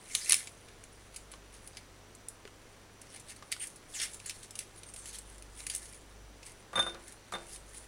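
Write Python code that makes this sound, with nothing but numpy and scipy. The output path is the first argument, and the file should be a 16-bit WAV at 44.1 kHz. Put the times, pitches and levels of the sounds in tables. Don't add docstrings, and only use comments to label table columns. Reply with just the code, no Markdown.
import sys
import numpy as np
from scipy import signal
from scipy.fft import rfft, irfft
from scipy.io import wavfile

SR = 44100
rng = np.random.default_rng(int(sys.argv[2]) if len(sys.argv) > 2 else 0)


def log_audio(samples):
    frames = np.atleast_2d(samples).T
    limited = np.clip(frames, -1, 1)
    pcm = np.round(limited * 32767).astype(np.int16)
    wavfile.write(sys.argv[1], SR, pcm)


N = 347067

# t/s, thud level/dB, ring level/dB, tick level/dB,
# fraction of its free ring time that the blade keeps
IMPACTS = [(6.7309, -39, -56, -51, 0.79), (6.756, -34, -24, -35, 0.56), (6.7726, -32.5, -46, -45, .7),
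           (6.779, -33, -50, -53.5, 0.629), (6.7923, -31, -19.5, -35, 0.6), (6.827, -52, -36, -30.5, 0.799),
           (6.8643, -37, -33.5, -55, 0.86), (6.896, -57, -40, -42, 0.43), (6.9462, -45, -60, -38, .3),
           (7.3236, -40.5, -69, -56, 0.605), (7.337, -37, -34, -39, 0.55), (7.352, -38, -47, -40, 0.44),
           (7.384, -57, -54, -42, .95)]


def from_db(db):
    return 10 ** (np.asarray(db) / 20)


def rms_one(x):
    return x / np.sqrt(np.mean(x ** 2) + 1e-20)


def add(out, s, sound):
    at = max(round(s * SR), 0)
    out[at:at + len(sound)] += sound[:N - at]


def decay(t, t60):
    return np.exp(-np.log(1000) * t / t60)


def drift(per_s):
    knots = rng.standard_normal(N // 20)
    return np.interp(np.arange(N) / SR * per_s, np.arange(len(knots)), knots)


def colour(x, spectrum):
    size = 8192
    hz, db = np.transpose(spectrum)
    grid_hz = np.maximum(np.arange(size // 2 + 1) * SR / size, 1)
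    gain = from_db(np.interp(np.log(grid_hz), np.log(hz), db))
    cepstrum = irfft(np.log(gain))
    cepstrum[1:size // 2] *= 2
    cepstrum[size // 2 + 1:] = 0
    return signal.fftconvolve(x, irfft(np.exp(rfft(cepstrum))))[:len(x)]


def radiate(x, spectrum):
    response = colour(signal.unit_impulse(SR // 10), spectrum)
    return colour(x, spectrum) / np.linalg.norm(response)


def resonance(x, hz, width_hz):
    r = np.exp(-np.pi * width_hz / SR)
    feedback = [1, -2 * r * np.cos(2 * np.pi * hz / SR), r * r]
    return signal.lfilter(np.array([1, 0, -1]) * (1 - r * r) / 2, feedback, x)


def brighten(x, bright_db, split_hz=6000):
    bands = (signal.butter(2, split_hz, kind, fs=SR, output="sos") for kind in ("low", "high"))
    low, high = (signal.sosfilt(np.tile(band, (2, 1)), x) for band in bands)
    gain = from_db(bright_db)
    return (low + gain * high) / np.sqrt((1 + gain ** 2) / 2)


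def hum(hz=50.5, gain_db=0.5):
    # t/s, level/dB
    swell = [(0.0, -78), (0.11, -72), (1.36, -59), (3.18, -72), (3.24, -65), (3.97, -74), (4.03, -62),
             (4.43, -70), (5.37, -54), (6.03, -60.5), (6.25, -53.5), (6.62, -71), (6.84, -56), (7.28, -70),
             (7.58, -56.5), (7.87, -60)]
    t = np.arange(N) / SR
    swell_db = np.interp(t, *np.transpose(swell))
    return from_db(swell_db + gain_db) * rms_one(np.sin(2 * np.pi * hz * t + 0.34 * drift(2.8)))


def drone_and_whine(waver_db=1.5):
    # f/Hz, rms level/dB
    tones = [(99, -66), (5880, -74)]
    t, out = np.arange(N) / SR, np.zeros(N)
    for hz, db in tones:
        amplitude = from_db(db + waver_db * drift(3.68))
        out += amplitude * rms_one(np.sin(2 * np.pi * hz * t + 0.87 * drift(2.58)))
    return out


def still_air(level_db=-54.0):
    # f/Hz, spectral level/dB
    spectrum = [(18, -7.5), (28, 3), (40, -10), (70, -9), (130, -7), (220, -9), (400, -7.5), (700, -12),
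                (1500, -15), (3500, -21), (7000, -24.5), (10000, -28.5), (16000, -17)]
    return from_db(level_db) * rms_one(colour(rng.standard_normal(N), spectrum))


def pulling(grip_db=-66.5, waver_db=2.5, shifts_per_s=7, range_db=21):
    # peak t/s, level/dB, build-up/s, fade/s, brightness/dB
    pulls = [(.16, -39, 0.11, 0.28, 3.5), (.345, -32, 0.2, 0.12, 8), (1.165, -55.5, 0.083, 0.074, 2),
             (1.335, -57, 0.067, 0.051, -2), (1.545, -50, .04, 0.058, 4), (1.635, -55, .04, 0.092, 7),
             (1.78, -53.5, 0.085, 0.056, -6), (3.165, -51, 0.14, 0.067, 0.5),
             (3.305, -41, 0.043, 0.032, 3.5), (3.521, -38.5, 0.012, 0.033, -6),
             (3.627, -39, 0.046, 0.099, 12.5), (3.956, -38, 0.061, .07, 12),
             (4.034, -32, 0.084, 0.067, 2.5), (4.135, -47.5, 0.088, .09, 9.5), (4.275, -48, 0.08, .14, 4),
             (4.348, -50, 0.053, 0.17, 11), (4.448, -47.5, 0.048, 0.024, 2), (4.612, -45, 0.084, .05, 1),
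             (4.781, -51.5, .05, 0.05, 9), (4.9, -53, 0.092, 0.026, 7), (4.985, -49, 0.032, 0.065, 9),
             (5.078, -43.5, .05, 0.063, 2.5), (5.148, -41, 0.044, 0.074, 4), (5.3, -57, 0.092, 0.28, 7),
             (5.595, -47.5, .09, 0.15, 9), (5.742, -39, 0.085, 0.082, 4.5), (5.83, -48.5, 0.098, 0.25, 12),
             (6.464, -47.5, 0.035, 0.09, 9), (7.092, -51.5, 0.1, .08, 3), (7.54, -44, 0.14, 0.074, 10.5),
             (7.69, -52.5, 0.049, 0.085, 10), (7.76, -46.5, 0.048, 0.069, 9),
             (7.836, -51, 0.067, 0.041, 10)]
    t = np.arange(N) / SR
    power = from_db(grip_db + waver_db * drift(shifts_per_s)) ** 2
    weighted_bright = np.zeros(N)
    for s, db, build_s, fade_s, bright_db in pulls:
        near = slice(max(int((s - 2 * build_s) * SR), 0), int((s + 2 * fade_s) * SR))
        from_peak = np.maximum((s - t[near]) / build_s, (t[near] - s) / fade_s)
        pull_power = from_db(db - range_db * from_peak) ** 2
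        power[near] += pull_power
        weighted_bright[near] += bright_db * pull_power
    return 10 * np.log10(power), weighted_bright / power


def flake(t60, rise_s, mode_db=1.0, width_hz=420, count=5):
    t = np.arange(SR // 25) / SR
    ringing = rng.standard_normal(len(t)) * decay(t, t60) * (1 - np.exp(-t / rise_s))
    modes_hz = 1700 + 9500 * (np.arange(count) + rng.random(count)) / count
    ringing += from_db(mode_db) * sum(resonance(ringing, hz, width_hz) for hz in modes_hz)
    return ringing / np.sqrt(np.mean(ringing[t < .003] ** 2))


def bending(x, depth_db=8.5, width_hz=380, changes_per_s=28):
    modes = sum(resonance(x, hz, width_hz) * from_db(depth_db * drift(changes_per_s))
                for hz in np.geomspace(1900, 10800, 14))
    return rms_one(1.3 * x + modes)


def tearing(level_db, bright_db, peak_cracks_per_s=1100, spread_db=3.0, friction=0.82, flakes=12):
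    # f/Hz, spectral level/dB
    spectrum = [(150, -26), (600, -45), (1200, -6), (1700, 1), (2400, -3), (3300, -1.5), (4600, -1.5),
                (6000, -3), (8000, -0.5), (9800, 3), (16000, -0.5)]
    pull = from_db(level_db - level_db.max())
    rate = peak_cracks_per_s * pull ** .3
    onsets = rng.random(N) < rate / SR
    sizes = from_db(spread_db * np.minimum(rng.exponential(1, N), 3)) * onsets / np.sqrt(rate)
    which_flake = rng.integers(0, flakes, N)
    cracks = sum(signal.oaconvolve(sizes * (which_flake == k), flake(t60=.008, rise_s=.00005))[:N]
                 for k in range(flakes))
    swarm = bending(rms_one(cracks) + friction * rng.standard_normal(N))
    return from_db(level_db) * brighten(rms_one(colour(swarm, spectrum)), bright_db)


def squeaks():
    # t/s, duration/s, first f/Hz, last f/Hz, bandwidth/Hz, level/dB
    strips = [(0.096, 0.03, 2460, 2140, 500, -52.5), (0.209, .035, 4920, 4930, 900, -47),
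              (0.257, 0.043, 2600, 2000, 600, -48), (3.595, 0.058, 8850, 8940, 400, -41.5),
              (3.601, 0.048, 2950, 2760, 800, -49.5), (3.94, 0.057, 8370, 5640, 1100, -43.5),
              (3.935, 0.044, 3709, 1905, 800, -51), (4.861, 0.056, 8830, 8780, 300, -54),
              (4.961, 0.053, 8800, 8950, 350, -52)]
    out = np.zeros(N)
    for s, length_s, first_hz, last_hz, width_hz, db in strips:
        size = int(length_s * SR)
        lowpass = signal.butter(2, width_hz / 2, fs=SR, output="sos")
        slips = signal.sosfilt(lowpass, rng.standard_normal((2, SR // 5)))[:, :size]
        phase = 2 * np.pi * np.cumsum(np.geomspace(first_hz, last_hz, size)) / SR
        note = rms_one(slips[0] * np.cos(phase) + slips[1] * np.sin(phase))
        add(out, s, from_db(db) * note * signal.windows.tukey(size, .2))
    return out


def crinkles(level_db, peak_per_s=14, full_rate_db=-50, candidates=300):
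    when, chance = rng.random((2, candidates))
    size, tint, ring = rng.standard_normal((3, candidates))
    pull_db = level_db[(when * N).astype(int)]
    rate = peak_per_s * np.minimum(from_db(pull_db - full_rate_db) ** 2, 1)
    db, bright_db, t60 = -50.5 + size, 4 + 5 * tint, 0.038 * np.exp(0.28 * ring)
    rows = np.transpose([when * N / SR, db, bright_db, t60])
    return list(rows[chance < rate * N / SR / candidates])


def snaps(small_cracks, gain_db=2.0, tilt_db=-0.5):
    # t/s, level/dB, brightness/dB, t60/s
    large_cracks = [(.1504, -20.5, 1, 0.023), (.2953, -20, 5, .018), (.3071, -22, -3, 0.028),
                    (.3217, -15, -1, 0.013), (.3304, -18, -5, 0.0097), (.3428, -21, 4, 0.0069),
                    (.472, -37.5, -12, 0.03), (.839, -45.5, -4, 0.011), (1.143, -49, -3, 0.043),
                    (1.161, -40, 4.5, 0.044), (1.316, -47, 9, .04), (1.674, -44.5, 8, .028),
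                    (1.7698, -39.5, -8, .033), (2.1504, -47, 15, 0.017), (2.2852, -35.5, 28, 0.014),
                    (3.015, -46.5, 8, 0.029), (3.1627, -46.5, -1, 0.026), (3.1974, -50, 16, .03),
                    (3.5174, -31.5, 11, .032), (3.5236, -27.5, -5, 0.027), (3.6705, -41, 24, 0.034),
                    (3.7587, -50.5, 14, 0.049), (3.9989, -31.5, -15, 0.049), (4.015, -33, -3, .045),
                    (4.031, -34.5, -13, .045), (4.1443, -41, 14, 0.024), (4.1996, -43.5, -8, .018),
                    (4.2593, -39, 5.5, 0.041), (4.295, -33, -1, 0.036), (4.308, -39, -7, .027),
                    (4.4306, -44.5, 7, 0.028), (4.5075, -42.5, 6.5, 0.026), (4.554, -40.5, 0, 0.036),
                    (4.5898, -31, 5.5, 0.021), (4.8326, -45.5, -3, 0.03), (4.9377, -45, 6, .045),
                    (4.9613, -43.5, -1.5, .038), (5.0564, -42, 2, 0.037), (5.1852, -39.5, 17, 0.031),
                    (5.4233, -46.5, 1, .017), (5.6039, -41, -7, 0.012), (5.6662, -32.5, -1, 0.029),
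                    (5.6984, -33, -0.5, 0.048), (5.7492, -30, 15, 0.021), (5.7608, -33.5, 29.5, 0.029),
                    (6.4286, -47, -12.5, .043), (6.464, -46.5, 2, .03), (7.0795, -47, 9, 0.03),
                    (7.3211, -42.5, -3.5, 0.051), (7.56, -46, -8, 0.032)]
    # t60/s, rise/s
    crumpling = [(.012, .00003), (.024, .0001), (.04, 0.00039)]
    # f/Hz, spectral level/dB
    spectrum = [(150, -21), (600, -16.5), (1350, -13.5), (1800, -5), (2400, 1), (3300, -3.5), (4600, -1.5),
                (6000, -1.5), (8000, 1), (9800, 4), (16000, -2)]
    out = np.zeros(N)
    for s, db, bright_db, t60 in large_cracks + small_cracks:
        crack = flake(t60, rise_s=np.interp(t60, *np.transpose(crumpling)))
        add(out, s, from_db(db) * brighten(crack, bright_db + tilt_db))
    return from_db(gain_db) * radiate(out, spectrum)


def knocks(gain_db=3.0, t60_cycles=16, tick_db=-2.5):
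    # t/s, level/dB, f/Hz
    contacts = [(1.338, -43, 1100), (2.4528, -43, 452), (2.4763, -42.5, 1464), (3.4248, -41, 1180),
                (3.4275, -49, 1290), (3.438, -58, 920), (3.565, -42, 1500)]
    t, out = np.arange(SR // 10) / SR, np.zeros(N)
    for s, db, hz in contacts:
        note = np.sin(2 * np.pi * hz * t) * decay(t, t60_cycles / hz)
        tick = rms_one(resonance(rng.standard_normal(len(t)), hz=1640, width_hz=1700))
        add(out, s, from_db(db + gain_db) * (note + from_db(tick_db) * tick * decay(t, t60=0.013)))
    return out


def table_top(t, scatter_db=3.0):
    # f/Hz, level/dB, t60/s
    modes = [(180, -17, 0.45), (343, -10, 0.55), (542, -3.5, 0.22), (626, -6, 0.27), (810, -17, .2),
             (990, -17, 0.25), (1191, 7, 0.078), (1368, -2.5, 0.065), (1600, -1.5, 0.048)]
    return sum(from_db(db + scatter_db * rng.normal()) * np.sin(2 * np.pi * hz * t)
               * decay(t, t60) * rng.choice([-1, 1]) for hz, db, t60 in modes)


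def knife_impacts(table_db=-7.0, boom_db=-15.0):
    # f/Hz, spectral level/dB
    thud_spectrum = [(50, -28), (100, -4.5), (200, -1), (320, -20), (550, 1.5), (1300, 1), (2300, -6.5),
                     (4500, -23), (7000, -25), (11000, -19)]
    t = np.arange(SR // 2) / SR
    thuds, out = np.zeros(N), np.zeros(N)
    for s, thud_db, _, tick_db, _ in IMPACTS:
        thud_noise, boom_noise, tick_noise = rng.standard_normal((3, len(t)))
        boom = rms_one(resonance(boom_noise, hz=480, width_hz=800)) * decay(t, t60=0.58)
        tick = rms_one(resonance(tick_noise, hz=3200, width_hz=3500)) * decay(t, t60=0.009)
        add(thuds, s, from_db(thud_db) * thud_noise * decay(t, t60=0.084))
        add(out, s, from_db(thud_db + boom_db) * boom)
        add(out, s, from_db(thud_db + table_db) * table_top(t))
        add(out, s, from_db(tick_db) * tick)
    return radiate(thuds, thud_spectrum) + out


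def blade(rattle_rad=0.87):
    # f/Hz, level/dB, free t60/s, build-up/s
    modes = [(1464, -18.5, 0.55, .003), (3610, 3.5, 0.19, 0.0094), (6377.4, -18.5, 0.16, .002),
             (8700, -25, .17, .002), (9020, -20, 0.15, .002), (9430, -11, 0.17, 0.0018),
             (9670, -20, 0.19, .002)]
    t, out = np.arange(SR // 2) / SR, np.zeros(N)
    for hz, mode_db, t60, build_s in modes:
        energy = np.zeros(N)
        for s, _, ring_db, _, ring_fraction in IMPACTS:
            amplitude = from_db(ring_db + mode_db) * decay(t, t60 * ring_fraction)
            add(energy, s, amplitude ** 2 * (1 - np.exp(-t / build_s)))
        phase = 2 * np.pi * hz * np.arange(N) / SR + rattle_rad * drift(120)
        out += np.sqrt(energy) * np.sin(phase)
    return out


def kitchen(x, tail_db, early_db, early_t60, tail_t60=0.23):
    t = np.arange(SR // 2) / SR
    envelopes = [decay(t, early_t60), decay(t, tail_t60)]
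    early, tail = rng.standard_normal((2, len(t))) * envelopes * (t > .003)
    response = from_db(early_db) * early / np.linalg.norm(early)
    response += from_db(tail_db) * tail / np.linalg.norm(tail)
    return x + signal.fftconvolve(x, response)[:N]


def scene():
    background = hum() + drone_and_whine() + still_air()
    clatter = kitchen(knife_impacts() + blade(), tail_db=-16.5, early_db=-11.0, early_t60=0.056)
    level_db, bright_db = pulling()
    skin = tearing(level_db, bright_db) + squeaks() + knocks() + snaps(crinkles(level_db))
    peeling = kitchen(skin, tail_db=-11.0, early_db=-10.5, early_t60=0.038)
    return (peeling + clatter + background)[None]


def record(dry):
    # f/Hz, level/dB
    roll_off = [(20, 0), (10300, -0.5), (11300, -10.5), (11800, -23.5), (12300, -13.5), (13200, -11),
                (15700, -18)]
    cutoff_hz = 15900
    dulled = np.array([colour(channel, roll_off) for channel in dry])
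    return signal.sosfilt(signal.ellip(10, .3, 70, cutoff_hz, fs=SR, output="sos"), dulled)


dry = scene()
out = record(dry)
log_audio(out)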